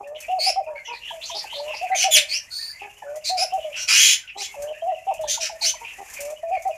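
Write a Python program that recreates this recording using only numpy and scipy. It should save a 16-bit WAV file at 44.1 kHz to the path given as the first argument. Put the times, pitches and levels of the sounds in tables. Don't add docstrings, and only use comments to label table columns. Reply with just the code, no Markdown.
import sys
import numpy as np
from scipy import signal
from scipy.fft import rfft, irfft, next_fast_len
from scipy.io import wavfile
from scipy.ndimage import uniform_filter1d, minimum_filter1d

SR = 44100
rng = np.random.default_rng(int(sys.argv[2]) if len(sys.argv) > 2 else 0)


def inscribe(sig):
    pcm = np.round(np.clip(np.atleast_2d(sig).T, -1, 1) * 32767)
    wavfile.write(sys.argv[1], SR, pcm.astype(np.int16))


N = 298548
TIME = np.arange(N) / SR

# f/Hz, level/dB
RUMBLE_SPECTRUM = [(20, -21), (32, -23), (45, 5.5), (70, 0.5), (120, -5), (200, -13), (330, -22),
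                   (700, -31.5), (2000, -86)]
# f/Hz, level/dB
HISS_SPECTRUM = [(200, -5), (350, -8), (600, 2), (1000, 4), (1500, -5), (2500, 11), (3300, -5.5),
                 (4000, -13), (5500, -1), (7000, 4), (8500, -5.5), (11000, -3), (14500, -10)]
# t/s, level/dB
HISS_SWELL = [(0, -59), (.12, -72), (.2, -50.5), (.7, -63), (1.3, -46.5), (2.2, -52), (2.9, -55),
              (3.3, -56), (4.1, -44.5), (4.3, -64), (4.5, -48.5), (4.8, -57), (5.3, -55.5), (6.2, -45.5),
              (6.4, -56), (6.7, -54.5)]
# t/s, duration/s, top f/Hz, level/dB
GRUNTS = [(0, 0.036, 412, -36), (0.655, 0.13, 479, -43.5), (0.874, 0.081, 483.7, -34.5),
          (1.341, 0.046, 420, -37.5), (1.658, 0.11, 519, -45), (2.81, 0.08, 415, -38),
          (4.348, 0.091, 411.3, -38), (5.809, 0.048, 472.6, -39), (5.98, 0.058, 402, -38)]
# t/s, duration/s, level/dB
MURMURS = [(0.026, 0.15, -33.5), (1.547, 0.17, -30), (3.037, .15, -30.5), (4.559, 0.17, -28.5),
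           (6.184, .16, -30.5)]
# t/s, duration/s, start f/Hz, end f/Hz, level/dB
TWITTERS = [(0.145, 0.033, 2774, 2940, -39.5), (0.221, 0.04, 2633, 2325, -36),
            (0.276, 0.065, 2740, 2927, -39), (0.749, 0.061, 2290, 2097, -36.5),
            (.839, .13, 3190, 2154, -36), (.84, 0.061, 6560, 5680, -44), (0.918, 0.079, 4460, 4000, -44),
            (1.009, 0.13, 2680, 3220, -35), (1.204, 0.074, 2450, 5630, -34.5),
            (1.25, 0.066, 6260, 6000, -35.5), (1.272, 0.11, 2820, 3960, -35.5),
            (1.344, 0.079, 4710, 4940, -28), (1.445, .13, 2410, 3450, -36),
            (1.52, 0.094, 3450, 4540, -33.5), (1.656, 0.11, 3110, 2235, -33.5),
            (1.735, 0.063, 4970, 4970, -35.5), (1.737, 0.18, 2672, 2507, -37),
            (1.911, .064, 1843, 2587, -27), (2.789, 0.071, 2920, 2120, -37),
            (3.579, 0.099, 2920, 2960, -42.5), (3.718, 0.075, 2820, 2670, -31.5),
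            (4.271, 0.043, 2764, 2610, -35), (4.72, 0.036, 2880, 2485, -44), (4.864, .12, 2700, 2880, -47),
            (5.061, 0.11, 2958, 2493, -43), (5.223, 0.077, 3540, 3270, -46.5),
            (5.828, 0.11, 2636, 2760, -36), (6.155, 0.048, 2375, 2405, -35),
            (6.508, 0.094, 2603, 2183, -36)]
# t/s, level/dB
TICKS = [(.2024, -20), (.2242, -30.5), (3.157, -24), (3.535, -27.5), (4.6204, -20), (5.1374, -25.5),
         (5.2109, -25.5), (6.0987, -24), (6.1363, -18), (6.204, -13.5), (6.2497, -22), (6.3005, -25),
         (6.621, -27), (6.6743, -29)]
# f/Hz, level/dB
MESH_SPECTRUM = [(1000, -14.5), (2500, -1.5), (4000, -9.5), (6500, 6), (9000, -0.5), (14000, -4)]
# t/s, low lead/s, high hold/s, low tail/s, top f/Hz, level/dB
COOS = [(.28, 0.014, 0.092, 0.017, 750, -20.5), (.461, 0.0018, 0.037, .012, 761, -20),
        (.555, 0.0063, 0.043, .02, 774, -20.5), (1.808, 0.015, 0.046, 0.003, 740, -22),
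        (1.896, 0.0048, .053, 0.011, 756.6, -20.5), (2.035, 0.0023, .046, 0.029, 765, -20),
        (3.292, 0.012, 0.077, 0.0063, 749.5, -21), (3.385, 0.027, 0.032, 0.014, 759, -20.5),
        (3.517, 0.0062, .055, 0.023, 763.6, -21), (4.818, 0.047, 0.057, 0.027, 751.6, -19.5),
        (5.064, 0.0059, 0.042, 0.022, 781, -20), (6.428, 0.083, 0.06, 0.012, 761.6, -20),
        (6.648, 0.0029, 0.041, 0.026, 765, -19.5)]
# t/s, duration/s, peak position/1, start f/Hz, end f/Hz, glide position/1,
# glide time/s, start roughness/1, end roughness/1, mid-band level/dB, bass/dB re mid, treble/dB re mid
SQUAWKS = [(0.394, 0.12, 0.72, 2188, 2702, 0.66, 0.014, 0, 0.33, -18, -11, -14),
           (1.953, 0.1, 0.89, 3220, 2966, 0.27, .008, .12, 0.72, -18.5, -4.5, -12.5),
           (2.112, .084, 0.6, 3478, 1768, .61, .0065, 0.08, 0.17, -12, 3, -4.5),
           (2.29, 0.097, 0.53, 2180, 2860, 0.56, 0.01, 0.06, 0.18, -22, -5, -16.5),
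           (2.509, 0.22, 0.26, 2213, 2285, 0.53, 0.034, 0.14, 0, -29.5, -33, -11.5),
           (3.246, 0.064, 0.9, 2375, 2096, 0.16, 0.0074, 0.57, 0.45, -20.5, -14, -13),
           (3.373, 0.076, 0.73, 2478, 2620, 0.59, 0.011, 0.54, 0.22, -19.5, -10, -13.5),
           (3.763, 0.092, 0.72, 2750, 2850, 0.38, 0.014, 0.83, 0.17, -28, -3.5, -16),
           (3.882, 0.27, 0.62, 2093, 3408, .26, .036, 0.75, 0.71, -12.5, -0.5, -9.5),
           (4.376, .097, 0.48, 1880, 3454, 0.41, 0.0097, 0.3, 0.88, -28, -6, -12.5),
           (5.28, 0.085, 0.37, 2930, 3223, 0.02, 0.013, 0.55, 0.48, -20, -9, -12.5),
           (5.404, .08, 0.23, 2917, 2602, 0.61, 0.016, 0.68, 0.78, -23.5, -5, -15),
           (5.615, 0.099, .52, 2165, 3048, 0.47, 0.00412, 0.14, 0.42, -17, -9.5, -13.5)]
# f/Hz, gain/dB
BEAK_RESPONSE = [(410, -75.5), (700, -28.5), (1120, -27), (1790, -6), (2460, 13), (2650, 6.5), (3420, 7),
                 (4400, -1.5), (4870, 1), (6780, -1), (8620, -3.5), (9660, -6), (11000, -19),
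                 (14000, -13.5), (14500, -71)]
# t/s, duration/s, start f/Hz, level/dB
SIGHS = [(0.663, 0.11, 640, -27), (2.153, 0.089, 632, -27.5), (3.64, .08, 634.4, -24.5),
         (5.188, 0.1095, 649, -23.5)]
# t/s, level/dB, hum duration/s
CHUCKLES = [(1.105, -31.5, 0.084), (1.295, -32, 0.075), (1.44, -33.5, 0.0035), (1.525, -35.5, 0.014),
            (1.595, -34, 0.0096), (1.735, -32.5, 0.0049), (3.02, -34, 0.0063), (4.54, -37, 0.011),
            (5.11, -29, 0.013), (5.235, -29.5, 0.0028), (5.373, -32, 0.074), (5.494, -32, 0.068),
            (5.613, -34, 0.072), (5.736, -36.5, 0.017)]
# t/s, duration/s, level/dB
BUMPS = [(2.1, 0.13, -52), (3.393, 0.05, -55), (3.535, 0.11, -59), (4.578, 0.079, -53),
         (5.132, 0.26, -54.5)]
# delay/s, gain/dB
NEST_REFLECTIONS = [(.0052, -29.5), (.0141, -19), (.0275, -24)]
# f/Hz, T60/s
AVIARY_T60 = [(400, 0.78), (750, 0.39), (2500, 0.23), (6000, 0.18), (13000, 0.16)]


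def amp(db):
    return 10 ** (np.asarray(db) / 20)


def unit(x):
    return x / np.sqrt(np.mean(x ** 2) + 1e-20)


def curve_at(points, hz):
    f, value = np.transpose(points)
    return np.interp(np.log(hz + 1), np.log(f + 1), value)


def add(mix, s, sound):
    part = mix[max(round(s * SR), 0):][:len(sound)]
    part += sound[:len(part)]


def play(source, rows):
    out = np.zeros(N)
    for row in rows:
        add(out, *source(*row))
    return out


def colour(x, spectrum):
    size = next_fast_len(len(x) + 1024)
    gain = amp(curve_at(spectrum, np.fft.rfftfreq(size, 1 / SR)))
    return irfft(rfft(x, size) * gain, size)[:len(x)]


def band(x, hz, kind, order=4):
    return signal.sosfilt(signal.butter(order, hz, kind, fs=SR, output="sos"), x)


def wobble(size, hz):
    return unit(band(rng.standard_normal(size + 2000), hz, "low", order=2)[-size:])


def phase_of(hz):
    return 2 * np.pi * np.cumsum(hz) / SR


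def gate(t, attack, release):
    return np.sin(np.pi / 2 * np.clip(np.minimum(t / attack, (t[-1] - t) / release), 0, 1)) ** 2


def rumble(level_db=-64, lumps_db=2):
    noise = unit(colour(rng.standard_normal(N), RUMBLE_SPECTRUM))
    return amp(level_db + lumps_db * wobble(N, 35)) * noise


def hiss(flicker_db=2):
    swell_db = np.interp(TIME, *np.transpose(HISS_SWELL)) + flicker_db * wobble(N, 26)
    return amp(swell_db) * unit(colour(rng.standard_normal(N), HISS_SPECTRUM))


def grunt(s, length, pitch_hz, level_db, harmonics_db=(-13, 0, -21)):
    u = np.linspace(0, 1, round(length * SR))
    phase = phase_of(pitch_hz * (1 - .35 * (u - .5) ** 2 + .015 * wobble(len(u), 200)))
    tone = sum(amp(db) * np.sin(k * phase) for k, db in enumerate(harmonics_db, 1))
    flutter = np.exp(0.43 * wobble(len(u), 110))
    return s, amp(level_db) * unit(tone * flutter) * signal.windows.tukey(len(u), .35)


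def throat(hz, level_db, attack=0.014, husky_hz=650, jitter=0.0082, shimmer=0.057, waver_db=1.05):
    t = np.arange(len(hz)) / SR
    phase = phase_of(hz * (1 + jitter * wobble(len(t), 55)))
    husky = np.clip((husky_hz - hz) / 50, .05, 1) * amp(-26)
    overtones = sum(np.sin(k * phase) * (1 + .5 * wobble(len(t), 60)) for k in (1.5, 2, 3)) / 2
    tone = unit(np.sin(phase) + husky * overtones) * (1 + shimmer * wobble(len(t), 62))
    slew_hz_per_s = uniform_filter1d(abs(np.gradient(hz, t)), size=300)
    cracking = np.clip(slew_hz_per_s / 8000, 0, 1) ** 2 + np.exp(-t / 0.011)
    crack = amp(-17) * cracking * unit(band(rng.standard_normal(len(t)), [450, 1000], "band", order=3))
    envelope = amp(level_db + waver_db * wobble(len(t), 25)) * gate(t, attack, release=0.0057)
    return envelope * (tone + crack)


def murmur(s, length, level_db, start_hz=569, rise_hz=61.6, purr_hz=145, purr_depth=0.019, purr_db=1.73):
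    u = np.linspace(0, 1, round(length * SR))
    pulse = np.sin(phase_of(purr_hz * (1 + 0.068 * wobble(len(u), 44))))
    hz = (start_hz + rise_hz * u ** 2) * (1 + purr_depth * pulse)
    swell_db = np.interp(u, [0, 0.74, 1], [-9, 0, -4.5])
    return s, throat(hz, level_db + purr_db * pulse + swell_db)


def twitter(s, length, start_hz, end_hz, level_db, scratch=0.059, waver=0.0291, flutter=0.38):
    size = round(length * SR)
    unsteady = scratch * rng.uniform(0.75, 1.636) * wobble(size, 675) + waver * wobble(size, 51.3)
    phase = phase_of(np.linspace(start_hz, end_hz, size) * (1 + unsteady))
    tone = (np.sin(phase) + amp(-24) * np.sin(2 * phase)) * np.exp(flutter * wobble(size, 80))
    return s, amp(level_db) * unit(tone) * signal.windows.tukey(size, .5)


def chatter(count=120):
    out = np.zeros(N)
    for k, (late, length, pitch, glide, soft) in enumerate(rng.random((count, 5))):
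        s = (k + late) / count * TIME[-1]
        hz = 1400 + 1600 * pitch
        level_db = -42.5 - 9 * soft - 4 * (1 - pitch)
        add(out, *twitter(s, .02 + .05 * length, hz, hz * (.8 + .4 * glide), level_db, scratch=0.024))
    return out


def mesh_ticks(rise_s=0.0015, decay_s=0.012, gain_db=-11, scratch_count=45):
    out, t = np.zeros(N), np.arange(3000) / SR
    envelope = np.exp(-t / decay_s) * (1 - np.exp(-t / rise_s))
    scratches = [(when * TIME[-1], -35 - 10 * soft) for when, soft in rng.random((scratch_count, 2))]
    for s, level_db in list(TICKS) + scratches:
        rattle = unit(colour(rng.standard_normal(len(t)), MESH_SPECTRUM))
        add(out, s, amp(level_db + gain_db) * rattle * envelope)
    return out


def coo(s, lead, hold, tail, pitch_hz, level_db, break_s=0.0046, arch_db=7, hz_per_db=3, low_db=-6):
    t = np.arange(0, lead + hold + tail, 1 / SR)
    high = (np.tanh((t - lead) / break_s) - np.tanh((t - lead - hold) / break_s)) / 2
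    effort_db = -arch_db * np.clip(2 * (t - lead) / hold - 1, -1, 1) ** 2
    low_hz = np.where(t < lead + hold / 2, 665, 631)
    hz = high * (pitch_hz + hz_per_db * effort_db) + (1 - high) * low_hz
    return s, throat(hz, level_db + high * effort_db + (1 - high) * low_db, attack=0.0095)


def syrinx(pitch_hz, rough, buzz_hz=330, buzz_depth=0.53, twin_ratio=1.072, twin_db=-17, smear_hz=440):
    size = len(pitch_hz)
    shake = np.sin(phase_of(buzz_hz * (1 + 0.322 * wobble(size, 119.5))))
    jitter = (0.013 + .06 * rough) * (wobble(size, 600) + 0.66 * shake)
    phase = phase_of(pitch_hz * (1 + jitter + 0.0069 * wobble(size, 70)))
    twin = phase * twin_ratio
    odd = np.clip((pitch_hz - 2500) / 600, .08, 1)
    whistle = sum(odd ** (k % 2) * (np.sin(k * phase) + amp(twin_db) * np.sin(k * twin))
                  for k in range(1, 7))
    rasp = 0
    for k in range(1, 11):
        sine = wobble(size, smear_hz) * np.sin(k * phase / 2)
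        cosine = wobble(size, smear_hz) * np.cos(k * phase / 2)
        rasp += 0.65 ** (k % 2) * (sine + cosine)
    croak = np.clip((3200 - pitch_hz) / 150, 0, 3.5) * rough
    rasp += 2 * croak * wobble(size, 200) * np.sin(phase / 2)
    return whistle * (1 + buzz_depth * shake), rasp * np.exp(0.29 * wobble(size, 303))


def squawk(s, length, peak_at, start_hz, end_hz, glide_at, glide_s, rough_start, rough_end,
           level_db, bass_db, treble_db, attack_s=.018):
    t = np.arange(-attack_s / 2, length, 1 / SR)
    u = t / length
    pitch_hz = start_hz + (end_hz - start_hz) / (1 + np.exp((glide_at * length - t) / glide_s))
    rough = np.clip(rough_start + (rough_end - rough_start) * u, 0, 1)
    whistle, rasp = (unit(colour(x, BEAK_RESPONSE)) for x in syrinx(pitch_hz, rough))
    voice = np.sqrt(1 - rough) * whistle + np.sqrt(rough) * rasp
    swell_db = np.interp(u, [0, peak_at, 1], [-5.5, 0, -5])
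    attack_db = 14.5 * np.minimum(t / attack_s - .5, 0)
    low_db = bass_db + 22.5 * (rough - rough.mean())
    top_db = treble_db + .4 * (swell_db - swell_db.mean())
    out = 0
    for edges_hz, kind, db in ((3700, "low", low_db), ([3700, 8000], "band", 0), (8000, "high", top_db)):
        part = band(voice, edges_hz, kind, order=6)
        running_rms = np.sqrt(uniform_filter1d(part ** 2, size=900) + 1e-9)
        out += amp(db) * part / running_rms
    envelope = amp(level_db + swell_db + attack_db) * gate(t - t[0], attack_s / 2, release=0.01)
    return s + t[0], out * envelope


def sigh(s, length, pitch_hz, level_db, sag_hz_per_s=726, fade_db=15):
    t = np.arange(0, length, 1 / SR)
    return s, throat(pitch_hz - sag_hz_per_s * t, level_db - fade_db * t / length)


def chuckle(s, level_db, hum_s, yelp_s=0.015, yelp_hz=930, hum_hz=670, jitter=0.055, flutter=0.072):
    t = np.arange(0, yelp_s + hum_s, 1 / SR)
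    hz = np.where(t < yelp_s, yelp_hz * rng.uniform(0.86, 1.06), hum_hz * (1.04 - 0.1165 * t / t[-1]))
    unsteady = 1 + jitter * np.where(t < yelp_s, 1, .4) * wobble(len(t), 158.4)
    corners_s = [0, yelp_s / 3, yelp_s * 2 / 3, yelp_s, yelp_s + hum_s / 4, yelp_s + hum_s]
    envelope = np.interp(t, corners_s, [0, 1, 1, .25, amp(-4), .2]) * signal.windows.tukey(len(t), .1)
    tone = unit(np.sin(phase_of(hz * unsteady)) * np.exp(flutter * wobble(len(t), 100)))
    return s, amp(level_db) * envelope * tone


def bump(s, length, level_db):
    size = round(length * SR)
    noise = unit(colour(rng.standard_normal(size), RUMBLE_SPECTRUM))
    return s, amp(level_db) * noise * signal.windows.tukey(size, .6)


def nest(x):
    out = x.copy()
    for delay, db in NEST_REFLECTIONS:
        add(out, delay, amp(db) * x)
    return out


def aviary(x, delay=.004, reflections_per_s=3000):
    size = SR // 2
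    taps = rng.standard_normal(size) * (rng.random(size) < reflections_per_s / SR) * (TIME[:size] > delay)
    hz, t, spectra = signal.stft(taps, SR, nperseg=256)
    decay = amp(-60 * t / curve_at(AVIARY_T60, hz)[:, None])
    tail = signal.istft(spectra * decay, SR, nperseg=256)[1]
    return signal.fftconvolve(x, tail / np.linalg.norm(tail))[:N]


def scene():
    doves = play(grunt, GRUNTS) + play(murmur, MURMURS) + play(coo, COOS)
    doves += play(sigh, SIGHS) + play(chuckle, CHUCKLES)
    far = chatter() + play(twitter, TWITTERS)
    near = mesh_ticks() + play(squawk, SQUAWKS)
    reverberation = aviary(amp(-16) * doves + amp(-6) * near + amp(-5) * far)
    background = rumble() + hiss() + play(bump, BUMPS)
    mid = nest(doves) + amp(-2) * (near + far) + reverberation + background
    diffuse = amp(-8) * aviary(near + far, delay=0) + amp(-20) * hiss()
    side = band(diffuse, 6800, "high", order=6)
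    return np.array([mid + side, mid - side])


def record(dry, ceiling_db=-2, limiter_s=0.0021, cutoff_hz=14450):
    size = round(limiter_s * SR)
    allowed_gain = np.minimum(amp(ceiling_db) / (abs(dry).max(0) + 1e-9), 1)
    limited = dry * uniform_filter1d(minimum_filter1d(allowed_gain, size), size)
    lowpass = signal.firwin(511, cutoff_hz, window=("kaiser", 9), fs=SR)
    return signal.oaconvolve(limited, lowpass[None], "same")


dry = scene()
out = record(dry)
inscribe(out)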